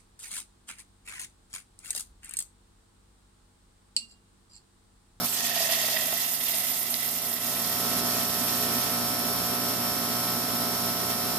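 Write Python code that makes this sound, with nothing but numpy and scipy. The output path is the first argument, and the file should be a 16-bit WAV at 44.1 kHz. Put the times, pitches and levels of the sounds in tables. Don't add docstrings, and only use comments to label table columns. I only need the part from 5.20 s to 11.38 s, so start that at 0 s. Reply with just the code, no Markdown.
import sys
import numpy as np
from scipy.fft import rfft, irfft
from scipy.io import wavfile
from scipy.ndimage import uniform_filter1d

SR = 44100
rng = np.random.default_rng(int(sys.argv[2]) if len(sys.argv) > 2 else 0)


def dump(signal):
    limited = np.clip(np.atleast_2d(signal).T, -1, 1)
    pcm = np.round(limited * 32767).astype(np.int16)
    wavfile.write(sys.argv[1], SR, pcm)


N = 272538
TIME, FREQS = np.arange(N) / SR, np.fft.rfftfreq(N, 1 / SR)
MAINS_HZ, CUTOFF_HZ = 59.9685, 14180
SPURT_SPRAY = 0.31

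# frequency in Hz, left minus right in dB.
ROOM_PAN = [(60, -7), (120, -6), (260, -5), (700, -6), (1300, -3), (2400, 3), (4400, -1.5), (9000, 0.5),
            (14000, 1.5)]


def from_db(db):
    return 10 ** (np.asarray(db) / 20)


def rms_one(x):
    return x / np.sqrt(np.mean(x ** 2) + 1e-20)


def in_time(rows):
    times_s, *columns = np.transpose(rows)
    return [np.interp(TIME, times_s, column) for column in columns]


def at_hz(points, hz):
    points_hz, values = np.transpose(points)
    return np.interp(np.log(hz + 1e-9), np.log(points_hz), values)


def ramp(start_s, length_s):
    return np.clip((TIME - start_s) / length_s, 0, 1)


def swell(centre_s, half_s):
    return np.exp(-((TIME - centre_s) / half_s) ** 2)


def drift(rate_hz):
    size = 8192
    hz = np.fft.rfftfreq(size, N / SR / size)
    slow = irfft(rfft(rng.standard_normal(size)) / (1 + (hz / rate_hz) ** 2))
    return np.interp(np.arange(N) * size / N, np.arange(size), rms_one(slow))


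def flutter(rate_hz, longest_s=0.36):
    wander = drift(rate_hz)
    return rms_one(wander - uniform_filter1d(wander, int(longest_s * SR)))


def pan(left_db):
    gains = from_db(np.array([[.5], [-.5]]) * left_db)
    return gains / np.sqrt(np.mean(gains ** 2, axis=0))


def from_flask(x):
    return np.array([np.roll(x, SR // 9000), x])


def resonance(hz, width_hz):
    return 1j * FREQS * width_hz / (hz ** 2 - FREQS ** 2 + 1j * FREQS * width_hz)


def noise(response):
    # frequency in Hz, left-right correlation.
    likeness = [(300, 0.92), (640, 1), (1400, 0), (3000, 0.2), (7000, 0)]
    alike = np.clip(at_hz(likeness, FREQS), -1, 1)
    mid, side = rfft(rng.standard_normal((2, N)))
    spectra = np.sqrt(1 + alike) * mid + np.sqrt(1 - alike) * side * [[1], [-1]]
    return rms_one(irfft(spectra * response, N))


def fans(air_db, waver_db, throb):
    # frequency in Hz, relative density in dB.
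    air_spectrum = [(20, -47), (60, -14), (130, -12.5), (200, -6), (260, 1), (330, -10), (410, -3),
                    (500, -15), (1150, -11), (1550, -17), (2400, -20), (5200, -16), (6400, -20.5),
                    (14000, -17.5)]
    # centre in Hz, width in Hz, relative level in dB.
    whistle_modes = [(4380, 130, -25), (4950, 89, -21), (5350, 210, -19), (5860, 110, -16)]
    # frequency in Hz, rms level in dB.
    rotor_tones = [(89, -58.5), (236.2, -53), (261.6, -63), (667.8, -47), (1191.2, -57.5)]
    whistles = sum(from_db(db) * np.abs(resonance(hz, width)) ** 2 for hz, width, db in whistle_modes)
    air = noise((from_db(at_hz(air_spectrum, FREQS)) + whistles) * pan(at_hz(ROOM_PAN, FREQS)))
    air *= 1 + throb * np.cos(2 * np.pi * MAINS_HZ * TIME)
    tones = np.zeros(N)
    for hz, db in rotor_tones:
        gain = from_db(db + waver_db * drift(2.1))
        tones += gain * np.sin(2 * np.pi * hz * TIME + 0.67 * drift(1.2))
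    return from_db(air_db) * air + np.sqrt(2) * tones * pan(-3.0)


def buzz(scatter_db, waver_db, hum_db, rattle_db, in_step_below_hz=3400):
    # multiple of the mains, level in dB re hum_db, left minus right in dB.
    hum = [(1, -63.5, -5), (2, -45.5, -6), (3, -45.5, -5), (4, -42.0, -5), (5, -57.5, -6), (6, -54.0, -3),
           (7, -55.0, -5), (8, -55.5, -3), (9, -50.5, -6), (10, -47.0, -6), (11, -54.5, -2),
           (12, -42.5, -5), (13, -54.5, -7), (14, -52.0, -4), (15, -50.0, -1), (16, -66.0, -5),
           (17, -49.0, -5), (18, -50.0, -1), (19, -54.0, -12), (20, -55.0, -9), (21, -49.0, -9),
           (22, -43.0, -8), (23, -62.0, 8), (24, -52.5, -3), (25, -50.5, -12), (26, -54.5, -6),
           (27, -59.5, -9), (35, -56.5, -7), (38, -55.0, -8), (53, -53.5, 12), (55, -54.5, 4),
           (61, -54.5, -12), (71, -50.0, -4), (72, -53.5, -3), (73, -51.0, -12), (77, -53.0, -7),
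           (82, -52.0, -5), (89, -46.5, -5), (91, -42.5, 7), (92, -51.5, 10), (93, -52.0, -1),
           (95, -52.5, -2), (97, -51.0, -4), (154, -51.0, 4), (155, -52.0, 2), (166, -51.0, 2),
           (178, -48.0, -5), (207, -47.0, -4), (209, -47.5, -3), (210, -45.0, -1), (214, -48.0, -12),
           (223, -47.0, 8)]
    # frequency in Hz, level per harmonic in dB re rattle_db.
    rattle = [(1700, -55), (2200, -65), (2700, -66.5), (3300, -63), (3850, -59), (4400, -55.5),
              (5000, -59.5), (5500, -49), (6300, -73), (7100, -59), (8200, -63.5), (9500, -56.5),
              (11300, -57), (12300, -47.5), (13200, -50), (13800, -64)]
    # frequency in Hz, amplitude ratio to its reflections.
    knock = [(120, 0.55), (540, 1.3), (1400, 1.32), (2000, 0.28)]
    hz = MAINS_HZ * np.arange(1, int(CUTOFF_HZ / MAINS_HZ) + 1)
    scatter = rms_one(from_db(scatter_db * np.clip(rng.standard_normal((2, len(hz))), -2, 1)))
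    levels = from_db(at_hz(rattle, hz) + rattle_db) * scatter * pan(at_hz(ROOM_PAN, hz))
    for multiple, db, left_db in hum:
        levels[:, round(multiple) - 1] = from_db(db + hum_db) * pan(left_db)[:, 0]
    apart_rad = hz / in_step_below_hz * rng.standard_normal((2, len(hz)))
    reflections = np.exp(2j * np.pi * rng.random(len(hz)))
    phase_rad = np.angle(at_hz(knock, hz) + reflections) + apart_rad
    harmonics = np.pad(levels * np.exp(1j * phase_rad), ((0, 0), (1, 0)))
    size = 8192
    cycle = irfft(harmonics, size) * size / np.sqrt(2)
    turns = MAINS_HZ * TIME + .0003 * drift(2) + .0001 * drift(70)
    wave = np.array([np.interp(turns % 1, np.arange(size) / size, side) for side in cycle])
    return wave * from_db(waver_db * drift(7.9))


def blown(response, pitch_ratio, puff_db):
    position = np.cumsum(pitch_ratio)
    air = np.array([np.interp(position, np.arange(N), side, period=N) for side in noise(response)])
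    return rms_one(air * from_db(puff_db * flutter(51)))


def gulps(swell_s, ring_s):
    # peak time in seconds, peak level in dB, pitch in Hz.
    pockets = [(.175, -48, 730), (.22, -36, 713), (.243, -33, 702), (.278, -42, 680), (.318, -32, 690),
               (.368, -28, 682), (.41, -29, 672), (.447, -35, 670), (.495, -29, 668), (.524, -39, 693),
               (.582, -38, 675), (.64, -31, 636), (.686, -37, 670), (.726, -33, 710), (.745, -31, 643),
               (.764, -38, 663), (.783, -35, 647), (.824, -41, 649), (.893, -36, 637), (.933, -32, 680),
               (1.341, -36, 670)]
    out, age_s = np.zeros(N), np.arange(-SR // 25, SR // 10) / SR
    envelope = np.where(age_s < 0, np.exp(-(age_s / swell_s) ** 2), np.exp(-np.abs(age_s) / ring_s))
    for s, db, hz in pockets:
        start = int((s + age_s[0]) * SR)
        out[start:start + len(age_s)] += from_db(db) * envelope * np.sin(2 * np.pi * hz * age_s)
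    return out


def plops(response):
    # start in seconds, peak level in dB.
    bubbles = [(.362, -26), (.686, -19), (.927, -17)]
    clicks = np.zeros(N)
    for s, peak_db in bubbles:
        clicks[int(s * SR)] = from_db(peak_db)
    return irfft(rfft(clicks) * response, N) / np.abs(irfft(response, N)).max()


def flask(rush_db, blow_db):
    # time in seconds, lowest mode in Hz, pitch ratio of the upper modes.
    tuning = [(0, 750, 0.96), (.25, 705.5, 0.97), (.5, 671.5, 1.0), (.8, 658.8, 1.01), (1.15, 683.6, 1.03),
              (1.75, 675.6, 1.046), (2.4, 669.5, 1.0), (3.3, 657.2, 0.96), (6.18, 659.3, 0.98)]
    # centre in Hz at ratio 1, width in Hz, relative level in dB.
    modes = [(1905, 152, 1), (2680, 130, -3), (3226, 260, -4), (3514, 103, -4), (4924, 130, -4.5)]
    # peak time in seconds, rise in dB.
    sputters = [(.207, 6), (.259, 6), (.606, 1), (.652, 4), (.688, 4), (.723, 4), (.742, 3), (.766, 6),
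                (.833, 0), (1.21, 7.5), (1.342, 9.5), (1.829, 7)]
    low_hz, upper_ratio = in_time(tuning)
    rest_hz = np.mean(low_hz)
    lowest = resonance(rest_hz, 57) * resonance(rest_hz, 460)
    upper = sum(from_db(db) * resonance(hz, width) * resonance(hz, 4 * width) for hz, width, db in modes)
    hollow = from_db(blow_db) * blown(lowest, low_hz / rest_hz, puff_db=2.5)
    sputter_db = sum(db * swell(s, half_s=0.011) for s, db in sputters)
    overtone_db = (rush_db + blow_db) / 2 + sputter_db + 1.2
    overtones = from_db(overtone_db) * blown(upper, upper_ratio, puff_db=1.5)
    bubbling = gulps(swell_s=0.0048, ring_s=0.016) + plops(resonance(rest_hz, 480) + 0.39 * upper)
    return (hollow + bubbling) * pan(-9.0) + overtones * pan(-7.0)


def squeals(width_hz):
    # peak time in seconds, rms level at the peak in dB, centre in Hz.
    contacts = [(.1, -36, 7950), (.138, -31, 7860), (.168, -35, 8050), (.248, -39, 8400)]
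    return sum(from_db(db) * swell(s, half_s=0.012) * noise(resonance(hz, width_hz) ** 2)
               for s, db, hz in contacts)


def spits(decay_cycles):
    # start in seconds, peak level in dB, pitch in Hz.
    droplets = [(.1642, -19, 4500), (.1787, -19, 4500), (.2455, -17, 6900), (.689, -18, 3500),
                (.9487, -18, 11000), (1.0195, -19, 4500), (1.1492, -17, 11000), (1.296, -11, 13000),
                (1.3846, -16, 5500), (1.4488, -10, 13000), (1.5913, -14, 12500), (1.6445, -15, 12500),
                (1.6591, -16, 12500), (1.7425, -7, 4500), (1.8632, -16, 12000), (1.9865, -14, 10600)]
    out, age_s = np.zeros(N), np.arange(SR // 100) / SR
    for s, db, hz in droplets:
        start = int(s * SR)
        snap = np.cos(2 * np.pi * hz * age_s) * np.exp(-hz * age_s / decay_cycles)
        out[start:start + len(age_s)] += from_db(db) * snap
    return from_flask(out)


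def spurts_db():
    # peak time in seconds, change in dB, half length in seconds.
    spurts = [(0.056, 4, .014), (.215, -2.5, .021), (0.328, -5, .015), (0.407, 2, .0062), (0.46, 2, .011),
              (0.48, -2, .008), (.525, 3.5, 0.02), (1.02, 0.5, .029), (1.071, -2, 0.013), (1.18, -5, .023),
              (1.29, 2, .011), (1.335, -3.5, .013), (1.447, 1, 0.0079), (1.557, -1.5, 0.025),
              (1.65, -3, .028), (2.123, 0.5, .03), (2.195, -3, .025), (2.255, -1, .014), (2.783, 3.5, .016),
              (2.825, -8, 0.022), (3.09, -4, .018), (3.205, 0, .018), (3.254, 1, .012), (3.5, -3.5, .03),
              (3.907, 2, 0.032), (4.251, 2, 0.027), (4.52, 2, 0.027), (4.757, 1, .037), (5.906, 5, 0.017)]
    return sum(db * swell(s, half_s) for s, db, half_s in spurts)


def vapour_levels(room_db, cold_rush_db=-4, warm_boost_db=8, cools_from_s=0.56, cooling_s=0.56):
    # time in seconds, base level of the sizzle in dB.
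    vigour = [(0, -47), (.05, -31.5), (.33, -31), (.46, -30.5), (.8, -30.5), (1.4, -28.5), (2.0, -31.5),
              (2.45, -31), (2.62, -32.5), (3.05, -31), (3.62, -31.5), (3.78, -35.5), (6.18, -37)]
    sizzle_db = in_time(vigour)[0] + (1 - SPURT_SPRAY) * spurts_db()
    immersion = ramp(0.01, 0.17)
    warmth = immersion * np.exp(-np.maximum(TIME - cools_from_s, 0) / cooling_s)
    rush_db = sizzle_db + cold_rush_db + warm_boost_db * warmth
    rush_db += 0.33 * room_db
    roar_on, roar_off = ramp(0.096, 0.22), ramp(0.91, 0.15)
    roar_db = -15 * (1 - roar_on) + 5 * (roar_on - roar_off)
    blow_db = -50.5 + 0.47 * (rush_db - rush_db.mean()) + roar_db
    return rush_db, sizzle_db, blow_db


def bursting(spectrum, per_s, spread_db, grain_db, flutter_db, flutter_hz):
    response = from_db(at_hz(spectrum, FREQS))
    sizes = from_db(spread_db * np.minimum(rng.exponential(1, N), 4)) * rng.choice([-1, 1], N)
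    bursts = from_flask(sizes * (rng.random(N) < per_s / SR))
    grains = rms_one(irfft(rfft(bursts) * response, N))
    hiss = rfft(noise(response) + from_db(grain_db) * grains)
    centres_hz = np.linspace(0, CUTOFF_HZ, 7)
    spray_db = SPURT_SPRAY * spurts_db()
    out = np.zeros((2, N))
    for hz, weights in zip(centres_hz, np.eye(len(centres_hz))):
        band = irfft(hiss * np.interp(FREQS, centres_hz, weights), N)
        out += band * from_db(flutter_db * flutter(flutter_hz) + spray_db * (hz / CUTOFF_HZ) ** 2)
    return rms_one(out)


def boiling(rush_db, sizzle_db):
    # frequency in Hz, relative density in dB.
    rush_spectrum = [(60, -26), (400, -21), (950, -7.5), (1450, -13), (2300, -7), (3050, -2.5),
                     (4200, -1.5), (4900, -0.5), (6500, -1), (9000, -9.5), (14000, -21), (15000, -50)]
    sizzle_spectrum = [(1000, -43), (3000, -37), (6500, -15.5), (8500, -8.5), (10500, -6), (12500, -3),
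                       (14200, 2.5), (15000, -53)]
    rush = from_db(rush_db) * bursting(
        rush_spectrum, per_s=3000, spread_db=6.5, grain_db=-6, flutter_db=2.45, flutter_hz=37)
    sizzle = from_db(sizzle_db + 1.0) * bursting(
        sizzle_spectrum, per_s=4500, spread_db=-0.5, grain_db=-5.5, flutter_db=2.5, flutter_hz=86)
    accents = spits(decay_cycles=1.4) + squeals(width_hz=1000)
    return rush * pan(-2.6) + sizzle * pan(-7.5) + accents * pan(-9.0)


def scene():
    # time in seconds, gain in dB.
    room_level = [(.048, 0), (.075, -10.5), (.85, -10), (1.12, -12.5), (1.65, -10.5), (2.19, -8),
                  (2.34, -3.5), (2.5, -3.5), (2.64, 0.5), (2.97, 0.5), (3.1, -1.5), (3.5, 0.5)]
    room_db, = in_time(room_level)
    rush_db, sizzle_db, blow_db = vapour_levels(room_db)
    room = buzz(scatter_db=7.0, waver_db=0.7, hum_db=-0.83, rattle_db=-2.0)
    room += fans(air_db=-34.0, waver_db=1.0, throb=0.16)
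    return from_db(room_db) * room + boiling(rush_db, sizzle_db) + flask(rush_db, blow_db)


def record(dry):
    return irfft(rfft(dry) / np.sqrt(1 + (FREQS / CUTOFF_HZ) ** 600), N)


dry = scene()
out = record(dry)
dump(out)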